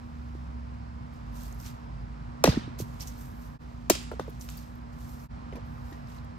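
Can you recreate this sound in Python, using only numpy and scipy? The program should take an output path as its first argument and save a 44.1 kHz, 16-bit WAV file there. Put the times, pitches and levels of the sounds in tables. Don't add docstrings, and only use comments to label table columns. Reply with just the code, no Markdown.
import sys
import numpy as np
from scipy import signal
from scipy.fft import rfft, irfft, next_fast_len
from scipy.io import wavfile
from scipy.ndimage import uniform_filter1d

SR = 44100
rng = np.random.default_rng(int(sys.argv[2]) if len(sys.argv) > 2 else 0)


def invert_db(level):
    return 10 ** (np.asarray(level, dtype=float) / 20)


def unload_audio(sound):
    columns = np.transpose(np.atleast_2d(sound))
    steps = np.round(np.clip(columns, -1, 1) * 32767)
    wavfile.write(sys.argv[1], SR, steps.astype(np.int16))


N = 281358


def read(points, hz, count=1):
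    rows = np.transpose(points)
    return np.interp(np.log(hz + 1), np.log(rows[0] + 1), rows[count])


def evened(x):
    return x / np.sqrt(np.mean(x ** 2) + 1e-20)


def add(mix, s, sound):
    part = mix[..., round(s * SR):][..., :sound.shape[-1]]
    part += sound[..., :part.shape[-1]]


def coloured(x, gain_db):
    hz = np.fft.rfftfreq(x.shape[-1], 1 / SR)
    return irfft(rfft(x) * invert_db(gain_db(hz)), x.shape[-1])


def band_db(f, low_hz, high_hz, low_order, high_order):
    return -10 * np.log10((1 + (low_hz / (f + 1)) ** low_order) * (1 + (f / high_hz) ** high_order))


def envelope_db(t, s, hold, db, rise_db_s, fade_db_s):
    return db - rise_db_s * np.maximum(s - t, 0) - fade_db_s * np.maximum(t - s - hold, 0)


def field(level_db, size, patchy_db):
    frames, hz = 4 * N // size + 5, np.fft.rfftfreq(size, 1 / SR)
    t = np.arange(frames)[:, None] * size / 4 / SR
    re, im, patch = rng.standard_normal((3, 2, frames, len(hz)))
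    patch = uniform_filter1d(patch[0], size=8, axis=0)
    patch = evened(uniform_filter1d(patch, size=8, axis=1))
    z = (re + 1j * im) * invert_db(level_db(t, hz) + patchy_db * patch)
    return signal.istft(z.transpose(0, 2, 1), nperseg=size, noverlap=3 * size // 4)[1][:, :N]


def burst(db, t60, gain_db, spiky_db=7.5):
    size = next_fast_len(int(np.clip(1.2 * t60 * SR, 1024, 8192)))
    t = np.arange(size) / SR
    spikes = invert_db(spiky_db * np.minimum(rng.exponential(1, 8192), 5))[:size]
    grit = coloured(rng.standard_normal((2, 8192))[:, :size] * spikes, gain_db)
    early = grit[:, :max(round(t60 * SR / 5), 64)]
    start = np.minimum(t / 0.00078, 1)
    end = np.minimum(3 * (1 - t / t[-1]), 1)
    return invert_db(db - 3 - 60 * t / t60) * start * end * grit / np.std(early)


def knock(out, s, db, first_hz, last_hz, t60, rattle_db, swings=0.76):
    t = np.arange(6000) / SR
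    hz = last_hz + (first_hz - last_hz) * np.exp(-t / (.14 * t60))
    rise = (t / (t + swings / first_hz)) ** 2
    shape = rise * invert_db(-60 * (t / t60) ** 0.73)
    add(out[0], s, invert_db(db) * shape / shape.max() * np.sin(2 * np.pi * np.cumsum(hz) / SR))
    if rattle_db is not None:
        def around_pitch(f):
            return -9. * np.log2(f / first_hz + 0.014) ** 2
        add(out, s, burst(db + rattle_db, 1.35 * t60, around_pitch, spiky_db=2.0))


# start in seconds,
# peak in dB, t60 in seconds, tilt in dB per octave.
TEARS = [(2.4393, -3, 0.0052, 4.5), (2.44, -6, 0.0066, 4.5), (2.441, -20, 0.008, 4.5),
         (2.4435, -27, 0.014, 5), (2.4406, -20.5, 0.14, -2.5), (2.448, -42.5, .04, -10),
         (2.4562, -30, 0.059, 0), (2.475, -24, 0.015, -1), (2.46, -30, 0.26, -0.5), (2.492, -30, .03, -1.5),
         (2.5015, -31, 0.0076, 5), (2.519, -43, 0.065, -9), (2.549, -32, 0.017, -7.5),
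         (2.575, -30.5, 0.037, -9), (3.8969, -21, 0.022, -1), (3.898, -10, 0.04, 5),
         (3.8996, -14, 0.039, 3.5), (3.9048, -19.5, .03, 0), (3.914, -28, 0.12, 3.5),
         (4.134, -38.5, 0.011, -14), (1.654, -49, 0.16, -3), (4.1962, -42, 0.019, 1.5),
         (5.523, -55, 0.021, 4), (5.532, -59, 0.059, 3), (5.557, -45, .015, 0), (5.566, -53, .05, -1.5),
         (5.927, -51, 0.06, 1), (6.245, -53, 0.02, 8)]
# frequency in Hz, density in dB per Hz.
TORN_WOOD = [(590, -23), (1000, -17.5), (1300, -8), (1640, -10.5), (2000, -10), (2590, -11), (3160, -14.5),
             (5810, -9.5), (6530, -11.5), (7090, -16), (8260, -16.5), (10300, -19), (12700, -25),
             (14700, -25), (16500, -42)]


def cracks():
    out = np.zeros((2, N))
    for s, db, t60, tilt_db in TEARS:
        add(out, s, burst(db, t60, lambda f: read(TORN_WOOD, f) + tilt_db * np.log2(f / 4000 + 0.0277)))
    return out


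# start in seconds, peak in dB, first Hz, last Hz, t60 in seconds.
THICK_WOOD = [(2.4403, -9, 1280, 980, 0.0088), (2.4404, -5, 853, 294, 0.025),
              (2.4753, -11.5, 880, 400, 0.018), (2.478, -15.5, 330, 230, 0.022),
              (2.4838, -10.5, 320, 100.2, 0.038), (2.4907, -15, 104.5, 71, 0.031),
              (2.817, -28, 146, 112, 0.053), (3.899, -8.5, 880, 425, 0.014),
              (3.9046, -9.5, 498, 298, 0.023), (3.8995, -14.5, 820, 700, .02),
              (3.9035, -12, 420, 323, 0.035), (3.905, -22, 238, 174, 0.026), (4.136, -34, 570, 417, 0.023),
              (4.1956, -25, 595, 418, 0.019), (4.2045, -24.5, 332, 250, 0.007),
              (4.1166, -29, 550, 442, 0.018), (5.525, -37, 610, 296, 0.036),
              (5.553, -33.5, 304, 203, 0.026)]


def blows():
    out = np.zeros((2, N))
    for s, db, first_hz, last_hz, t60 in THICK_WOOD:
        knock(out, s, db, first_hz, last_hz, t60, rattle_db=-9)
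    return out


# start in seconds, peak in dB, pitch in Hz, t60 in seconds.
SPLINTER_NOTES = [(2.4435, -29, 4250, .015), (2.454, -23, 5800, .02), (2.455, -24, 4000, .025),
                  (2.461, -26, 1934, 0.053), (2.463, -31, 2680, 0.035), (2.4405, -18.5, 2440, 0.011),
                  (2.441, -23.5, 3640, 0.017), (4.21, -52.5, 3580, 0.092), (2.4755, -32, 4310, 0.013),
                  (2.4755, -42, 1210, 0.02), (2.493, -36, 1990, .04), (2.497, -30, 4770, 0.094),
                  (2.522, -34, 1600, .025), (2.522, -35.5, 3670, 0.029), (2.539, -34, 1470, 0.026),
                  (2.559, -39, 1840, .04), (2.61, -48, 1810, 0.061), (2.635, -47, 3650, 0.057),
                  (2.44, -11, 5660, 0.009), (3.901, -16, 5220, .012), (3.9, -22.5, 2410, 0.01),
                  (3.907, -38, 4300, .03), (4.578, -47, 4600, .04), (3.903, -32, 1866, 0.014),
                  (3.9045, -24, 5900, 0.013), (3.905, -29, 3220, 0.029), (3.913, -28, 7250, 0.0296),
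                  (3.918, -29, 5470, .015), (3.925, -36, 3250, .08), (3.951, -32, 2900, 0.0112),
                  (3.952, -42.5, 5000, .04), (3.939, -40.5, 1330, 0.017), (4.1155, -38, 1370, .03),
                  (4.1145, -32.5, 897, 0.011), (4.133, -47, 1390, .04), (4.2, -47, 1505, .06),
                  (4.4885, -46, 2480, 0.0086), (4.49, -45, 1210, 0.015), (5.5535, -46.5, 637, 0.021),
                  (5.564, -45, 980, 0.035), (5.563, -51, 1800, 0.031), (5.581, -40, 518, 0.023)]


def splinters():
    out = np.zeros((2, N))
    for s, db, hz, t60 in SPLINTER_NOTES:
        knock(out, s, db, hz, hz, t60, rattle_db=None)
    return out


# start in seconds, peak in dB, pitch in Hz, t60 in seconds.
STEEL_RINGS = [
    (3.8988, -12, 7060, 0.01),
    (3.8995, -11, 12900, 0.0048),
    (3.912, -39, 6000, .016),
    (4.4887, -42, 1870, 0.014),
    (5.5257, -50.5, 2280, 0.02),
    (5.531, -49, 2010, .018),
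    (5.559, -52, 2380, 0.05),
    (5.924, -49, 1900, 0.087),
]


def rings():
    out = np.zeros((2, N))
    for s, db, hz, t60 in STEEL_RINGS:
        knock(out, s, db, hz, hz, t60, rattle_db=-6)
    return out


# start in
# seconds, peak in dB, lowest Hz, highest Hz.
SNAPS = [(1.41, -44, 4000, 7000), (1.7, -47, 4000, 7000), (1.602, -42, 4800, 6300), (1.61, -44, 4800, 6300),
         (1.662, -45, 2500, 7000), (1.685, -48, 1200, 3000), (2.4398, -10, 9000, 15500),
         (2.456, -27, 8000, 13950), (2.4915, -29, 1500, 6000), (2.502, -34, 3000, 9000),
         (2.7915, -42, 3000, 9000), (3.005, -40, 4000, 7000), (3.022, -42, 4000, 6500),
         (3.0735, -36, 4500, 9000), (3.8985, -10, 11000, 15500), (3.9045, -19, 10500, 15000),
         (3.951, -29, 2000, 9000), (3.956, -31, 2000, 8000), (4.0285, -41, 11000, 16000),
         (4.1158, -43, 10500, 16000), (4.1162, -49, 2500, 9500), (4.134, -49, 1200, 3300),
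         (4.1966, -36, 2500, 6000), (4.2, -41, 9000, 15500), (4.2988, -43, 9000, 16000),
         (4.305, -45, 3000, 14000), (4.4105, -36, 4000, 9500), (4.415, -35, 5400, 8640),
         (4.4435, -43, 11500, 15500), (4.4886, -30, 1389, 5200), (4.4892, -41, 5500, 15000),
         (4.4915, -40, 1500, 5000), (4.501, -39, 6500, 15500), (4.5722, -29, 10700, 16400),
         (4.5745, -36, 11000, 16400), (5.5255, -42, 1800, 2900), (5.554, -41, 600, 2600),
         (5.566, -47, 3000, 4500), (5.926, -43, 3200, 4444), (6.12, -47, 3804, 5000)]


def ticks():
    out = np.zeros((2, N))
    for s, db, low_hz, high_hz in SNAPS:
        add(out, s, burst(db, .009, lambda f: band_db(f, low_hz, high_hz, 8, 8), spiky_db=0))
    return out


# start in seconds, peak in dB, first Hz, t60 in seconds.
LOOSE_PIECES = [
    (2.452, -24.5, 319, 0.13),
    (2.454, -32, 790, 0.061),
    (2.526, -41.5, 600, 0.062),
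    (2.792, -47, 1010, 0.02),
    (4.122, -34.5, 468, 0.022),
    (4.21, -44, 700, 0.024),
    (4.2875, -35, 193, 0.027),
    (5.535, -36.5, 346, 0.019),
    (5.562, -45, 557, 0.03),
    (5.58, -50, 512, 0.019),
]


def clatters():
    out = np.zeros((2, N))
    for s, db, hz, t60 in LOOSE_PIECES:
        knock(out, s, db, hz, 0.72 * hz, t60, rattle_db=4)
    return out


# start in seconds, peak in dB, first Hz, t60 in seconds.
EDGE_TAPS = [
    (2.558, -35, 205, 0.084),
    (2.569, -33, 586, 0.017),
    (3.8995, -17, 1130, 0.02),
    (4.115, -36.5, 1910, 0.0091),
    (4.1153, -44.5, 1040, 0.009),
    (4.1966, -26.5, 1520, 0.014),
    (4.196, -23, 990, 0.0061),
    (5.572, -39, 514, 0.024),
    (5.92, -38.5, 356, 0.026),
]


def taps():
    out = np.zeros((2, N))
    for s, db, hz, t60 in EDGE_TAPS:
        knock(out, s, db, hz, .78 * hz, t60, rattle_db=-9.5)
    return out


# start in seconds, peak in dB, first Hz, last Hz, t60 in seconds.
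HEAVY_ENDS = [
    (0.351, -36.5, 386, 297, 0.014),
    (2.573, -14, 313, 217, 0.023),
    (2.677, -31, 320, 255, 0.022),
    (2.801, -27.5, 517, 314, 0.021),
    (2.806, -33, 260, 200, 0.036),
    (4.2795, -31, 560, 456, 0.015),
]


def thuds():
    out = np.zeros((2, N))
    for s, db, first_hz, last_hz, t60 in HEAVY_ENDS:
        knock(out, s, db, first_hz, last_hz, t60, rattle_db=-15, swings=1)
    return out


def fence(struck):
    out = np.zeros((2, N))
    boards = rng.standard_normal(600) * np.exp(-np.arange(600) / (0.0051 * SR))
    smeared = signal.oaconvolve(struck, boards[None] / np.linalg.norm(boards), axes=1)[:, :N]
    echo = coloured(smeared, lambda f: band_db(f, 900, 9000, 4, 6) - f / 1200)
    add(out, .0525 - .0015, invert_db(-16) * echo)
    return out


# frequency in Hz, t60 in seconds.
YARD_T60 = [(200, 0.72), (600, 0.26), (1500, 0.79), (4000, 0.47), (8000, 0.48), (14000, 0.3)]
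# frequency in Hz, gain in dB.
YARD_GAIN = [(200, -6.5), (600, -11.5), (1500, -7.5), (3000, 1.5), (4000, 3.5), (6000, -7), (9500, -3),
             (13000, -15.5), (16000, -14)]


def yard(x):
    hz, t, z = signal.stft(x, SR, nperseg=256, noverlap=192)
    power = uniform_filter1d(abs(z.T) ** 2, size=7, axis=1)
    keep = invert_db(-2 * 60 * 64 / SR / read(YARD_T60, hz))
    linger = np.array([signal.lfilter([1], [1, -k], p) for k, p in zip(keep, power.T)]).T
    late = np.pad(linger, ((8, 8), (0, 0)))
    slaps = uniform_filter1d(rng.exponential(1, (len(late), 1)) - 1, size=3, axis=0)
    slaps_db = .8 * evened(slaps)
    level_db = 10 * np.log10(late + 1e-20) + slaps_db + read(YARD_GAIN, hz) - 19.0
    return field(lambda t, hz: level_db[:len(t)], size=256, patchy_db=.8)


# start in seconds, peak in dB, centre in Hz, t60 in seconds.
CRUSHED = [(1.135, -68, 11800, 0.045), (1.434, -40, 12500, .015), (1.5258, -42, 6600, 0.014),
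           (1.6, -52, 5500, 0.044), (1.661, -44, 6400, .03), (2.791, -41, 6350, 0.065),
           (3.0054, -35.5, 5330, 0.1), (3.02, -37, 12500, 0.022), (3.0727, -39.5, 6250, 0.072),
           (4.297, -47, 12500, .012), (4.41, -42.5, 6000, 0.05), (4.442, -53, 13100, 0.022),
           (4.487, -49, 4000, 0.024), (4.4885, -46, 6580, 0.013), (4.501, -41, 7200, 0.022),
           (4.754, -52, 13100, 0.011), (4.778, -57, 12300, .012), (5.194, -52, 5130, 0.043),
           (5.558, -49, 11900, 0.019), (5.662, -60, 11500, 0.013), (5.912, -50, 12400, 0.015),
           (6.151, -54, 12700, .012), (6.072, -53, 5000, 0.023), (6.183, -50, 4000, 0.023),
           (1.5262, -47, 12500, .01), (1.545, -52, 12000, .01), (1.601, -50, 12500, .02),
           (1.615, -52, 13000, .012), (1.435, -46, 6500, .012)]
# frequency in Hz, density in dB per Hz.
DRY_LEAF = [(1180, -36), (2000, -27), (2560, -17.5), (3340, -16), (4310, -12.5), (4710, -12.5),
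            (5870, -9.5), (7130, -11), (10100, -11.5), (11300, -10.5), (12900, -8.5), (14500, -13),
            (15600, -19), (16100, -23.5), (16500, -46)]


def crunches():
    out = np.zeros((2, N))
    for s, db, hz, t60 in CRUSHED:
        add(out, s, burst(db, t60, lambda f: read(DRY_LEAF, f) - 42.0 * abs(np.log2(f / hz + 0.0083))))
    return out


# start in seconds, hold in seconds, level in dB, fade in dB per second,
# tilt in dB per octave.
FOOT_SWISHES = [(0, 0.31, -80.5, 148, -9), (.35, .03, -78.5, 47, -10), (1.14, .005, -72, 151, -8),
                (1.27, .005, -77, 150, -10), (1.36, 0.096, -56, 111, -2.5), (1.6, .05, -57, 300, -1),
                (1.66, 0.0085, -51, 299, -5), (1.7, .005, -66, 133, -7), (3.19, 0.026, -56, 100, 0),
                (3.36, 0.027, -68, 68, 6.8), (3.42, 0.034, -64, 164, -3), (3.62, 0.26, -78.5, 96.5, -10.5),
                (4.93, .03, -72.5, 98, -5.5), (5.0, 0.049, -62.5, 120, -3), (5.09, 0.03, -59.5, 148.5, 0),
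                (5.15, 0.058, -70, 297, -5), (5.2, 0.063, -62.5, 900, 1), (5.66, .15, -73.5, 60, 0.5),
                (5.85, 0.053, -68, 86.5, -4.5), (6.09, 0.086, -67, 395, -6.5)]
WOOD_LANDINGS = [(2.79, 0.018, -43, 494, -2.5), (2.86, 0.29, -67, 200, -5.5),
                 (3.001, 0.029, -49.5, 700, -5.5), (3.03, 0.049, -59, 200, -4.5),
                 (3.072, 0.0081, -47, 900, -1), (3.09, .005, -60.5, 105, -4),
                 (4.117, 0.002, -65.5, 290, -10.5), (4.196, 0.0026, -59.5, 353, -9.5),
                 (4.22, 0.38, -72, 200, -8.5), (4.278, 0.028, -71, 400, -2), (4.399, .01, -59, 200, 2),
                 (4.412, 0.02, -53.5, 200, -0.5), (4.49, .004, -53.5, 85, -5), (4.575, 0.0024, -55, 268, 0),
                 (4.63, 0.005, -87, 45, 6), (5.559, .005, -66.5, 497.5, -8)]


def rustle():
    def level_db(t, hz):
        octaves = np.log2(hz / 11000 + 0.013)
        breeze_db = -84 - 12.5 * octaves
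        power = invert_db(2 * breeze_db) + 0 * t
        for table, rise_db_s in [(FOOT_SWISHES, 502), (WOOD_LANDINGS, 3500)]:
            for s, hold, db, fade_db_s, tilt_db in table:
                moved = invert_db(2 * envelope_db(t, s, hold, db, rise_db_s, fade_db_s))
                power = power + moved * invert_db(2 * tilt_db * octaves)
        return read(DRY_LEAF, hz) - 6.0 + 10 * np.log10(power)
    out = field(level_db, size=256, patchy_db=-0.5)
    crackle = uniform_filter1d(np.minimum(rng.exponential(1, N), 5) ** 2 - 2, size=90)
    return out * invert_db(1.75 * evened(crackle))


# time in seconds, swell in dB.
TRAFFIC_SWELL = [(0, -0.3), (1.1, 0.55), (1.6, 2), (2.1, 1), (2.6, 2.5), (3.4, 0.7), (3.8, -1.2),
                 (5.15, 0.75), (5.45, 2.5), (6.15, 2), (6.38, 1)]
# frequency in Hz, density in dB per Hz.
OPEN_AIR = [(15, -31), (25, -8.5), (59, -0.5), (137, 4.5), (190, -9), (242, -7.5), (263, -17.5), (293, -15),
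            (373, -25.5), (531, -23), (988, -21), (3430, -45.5), (5280, -45), (5900, -52.5), (9070, -58),
            (16000, -87)]


def traffic():
    def level_db(t, hz):
        low = 1 / (1 + (hz / 300) ** 4)
        swell_db = np.interp(t, *np.transpose(TRAFFIC_SWELL))
        rumble_db = -44 + 0.88 * swell_db - 9.5
        wash_db = -56.5 + swell_db + 12.0
        return read(OPEN_AIR, hz) + low * rumble_db + (1 - low) * wash_db
    return field(level_db, size=2048, patchy_db=.6)


# time in seconds, pitch in Hz, level in dB.
ENGINE_PASS = [
    (0, 73.4, -47.5),
    (.144, 73.8, -44),
    (.244, 66.9, -42),
    (.498, 66.2, -39),
    (.716, 64.1, -42.5),
    (1.034, 67.73, -45.5),
    (1.08, 64.1, -50),
]


def passing_engine():
    t = np.arange(N) / SR
    s, hz, db = np.transpose(ENGINE_PASS)
    return invert_db(np.interp(t, s, db) + 4.0) * np.sin(2 * np.pi * np.cumsum(np.interp(t, s, hz)) / SR)


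# start in seconds, length in seconds, pitch in Hz, level in dB.
IDLE_SURGES = [
    (1.24, 0.34, 52.95, -41),
    (1.9, 0.38, 53.53, -40),
    (2.38, 0.05, 55.75, -45),
    (2.7, 0.8, 54.2, -46),
    (3.655, 0.017, 52.91, -44.5),
    (3.773, 0.82, 55.22, -44.5),
    (4.762, 0.38, 54.45, -47),
    (5.2, 0.71, 54, -47),
    (6.344, 0.047, 57.5, -61),
]


def idling_engine():
    t = np.arange(N) / SR
    s, length, hz, db = np.transpose(IDLE_SURGES)
    surges_db = np.max([envelope_db(t, *row, 252, 252) for row in zip(s, length, db)], axis=0)
    pitch = np.interp(t, s + length / 2, hz)
    return invert_db(np.maximum(surges_db, -52) + 3.0) * np.sin(2 * np.pi * np.cumsum(pitch) / SR)


# pitch in Hz, level in dB rms.
MACHINE_TONES = [(239.7, -48.5), (158.5, -74.5)]


def machine_hum():
    t, out = np.arange(N) / SR, np.zeros(N)
    for hz, db in MACHINE_TONES:
        waver_db = evened(coloured(rng.standard_normal(N), lambda f: -f * 3.9))
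        out += invert_db(db + 2.5 + waver_db) * np.sin(2 * np.pi * hz * t)
    return out


def ports(two, table):
    hz, (a, b) = np.fft.rfftfreq(N, 1 / SR), rfft(two)
    same = np.clip(read(table, hz), 0, 1)
    lean = invert_db(read(table, hz, count=3) / 2)
    right = same * a * np.exp(-1j * read(table, hz, count=2)) + np.sqrt(1 - same ** 2) * b
    return irfft(np.array([a * lean, right / lean]), N)


# frequency in Hz, likeness from 0 to 1, right lag in radians,
# left minus right in dB.
PORTS_NEAR = [(60, .98, .05, -3), (400, .95, .5, -2.8), (1400, .75, 1.5, 0), (2800, .3, -.6, 7),
              (5000, .7, 2.2, 0.1), (7000, .7, 4.5, 6), (9800, .7, 3.1, .5), (11300, .95, .6, 1),
              (13000, .92, -.5, 1), (15000, .9, -1.1, 0)]
PORTS_FAR = [(60, .97, .27, -2.6), (240, .97, 1.2, -2.2), (700, .75, 2.7, 0.1), (1400, .45, 3.6, -3),
             (2500, .35, 5.6, -4), (7000, .3, 6.1, -4), (10000, .65, 9.2, -2.1), (11500, .93, 6.8, 0.1),
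             (13000, .93, 6.1, 0.1), (15000, .8, 5.4, 0.1)]


def scene():
    struck = cracks() + blows() + splinters() + rings() + ticks() + clatters() + taps() + thuds()
    far = fence(struck) + invert_db(-2.0) * yard(struck[0]) + rustle() + crunches() + traffic()
    far[0] += passing_engine() + idling_engine() + machine_hum()
    return ports(struck, PORTS_NEAR) + ports(far, PORTS_FAR)


# time in seconds, fade length in seconds.
SCENE_CHANGES = [
    (3.585, 0.031),
    (5.283, 0.037),
]


def scene_fades():
    t = np.arange(N) / SR
    return np.prod([np.clip(abs(t - s) / length, .02, 1) for s, length in SCENE_CHANGES], axis=0)


def roll_off(x):
    return signal.sosfilt(signal.butter(12, 16830, fs=SR, output="sos"), x)


def record(dry):
    def ports_db(f):
        bass_cut = -10 * np.log10(1 + (42 / (f + 1)) ** 12)
        dip = -3.4 * np.exp(-((f - 10300) / 350) ** 2)
        top_edge = -10 * np.log10(1 + (f / 15700) ** 90)
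        return bass_cut + dip + top_edge
    heard = coloured(0.8 * np.tanh(dry / 0.82), ports_db)
    return roll_off(heard * scene_fades())


dry = scene()
out = record(dry)
unload_audio(out)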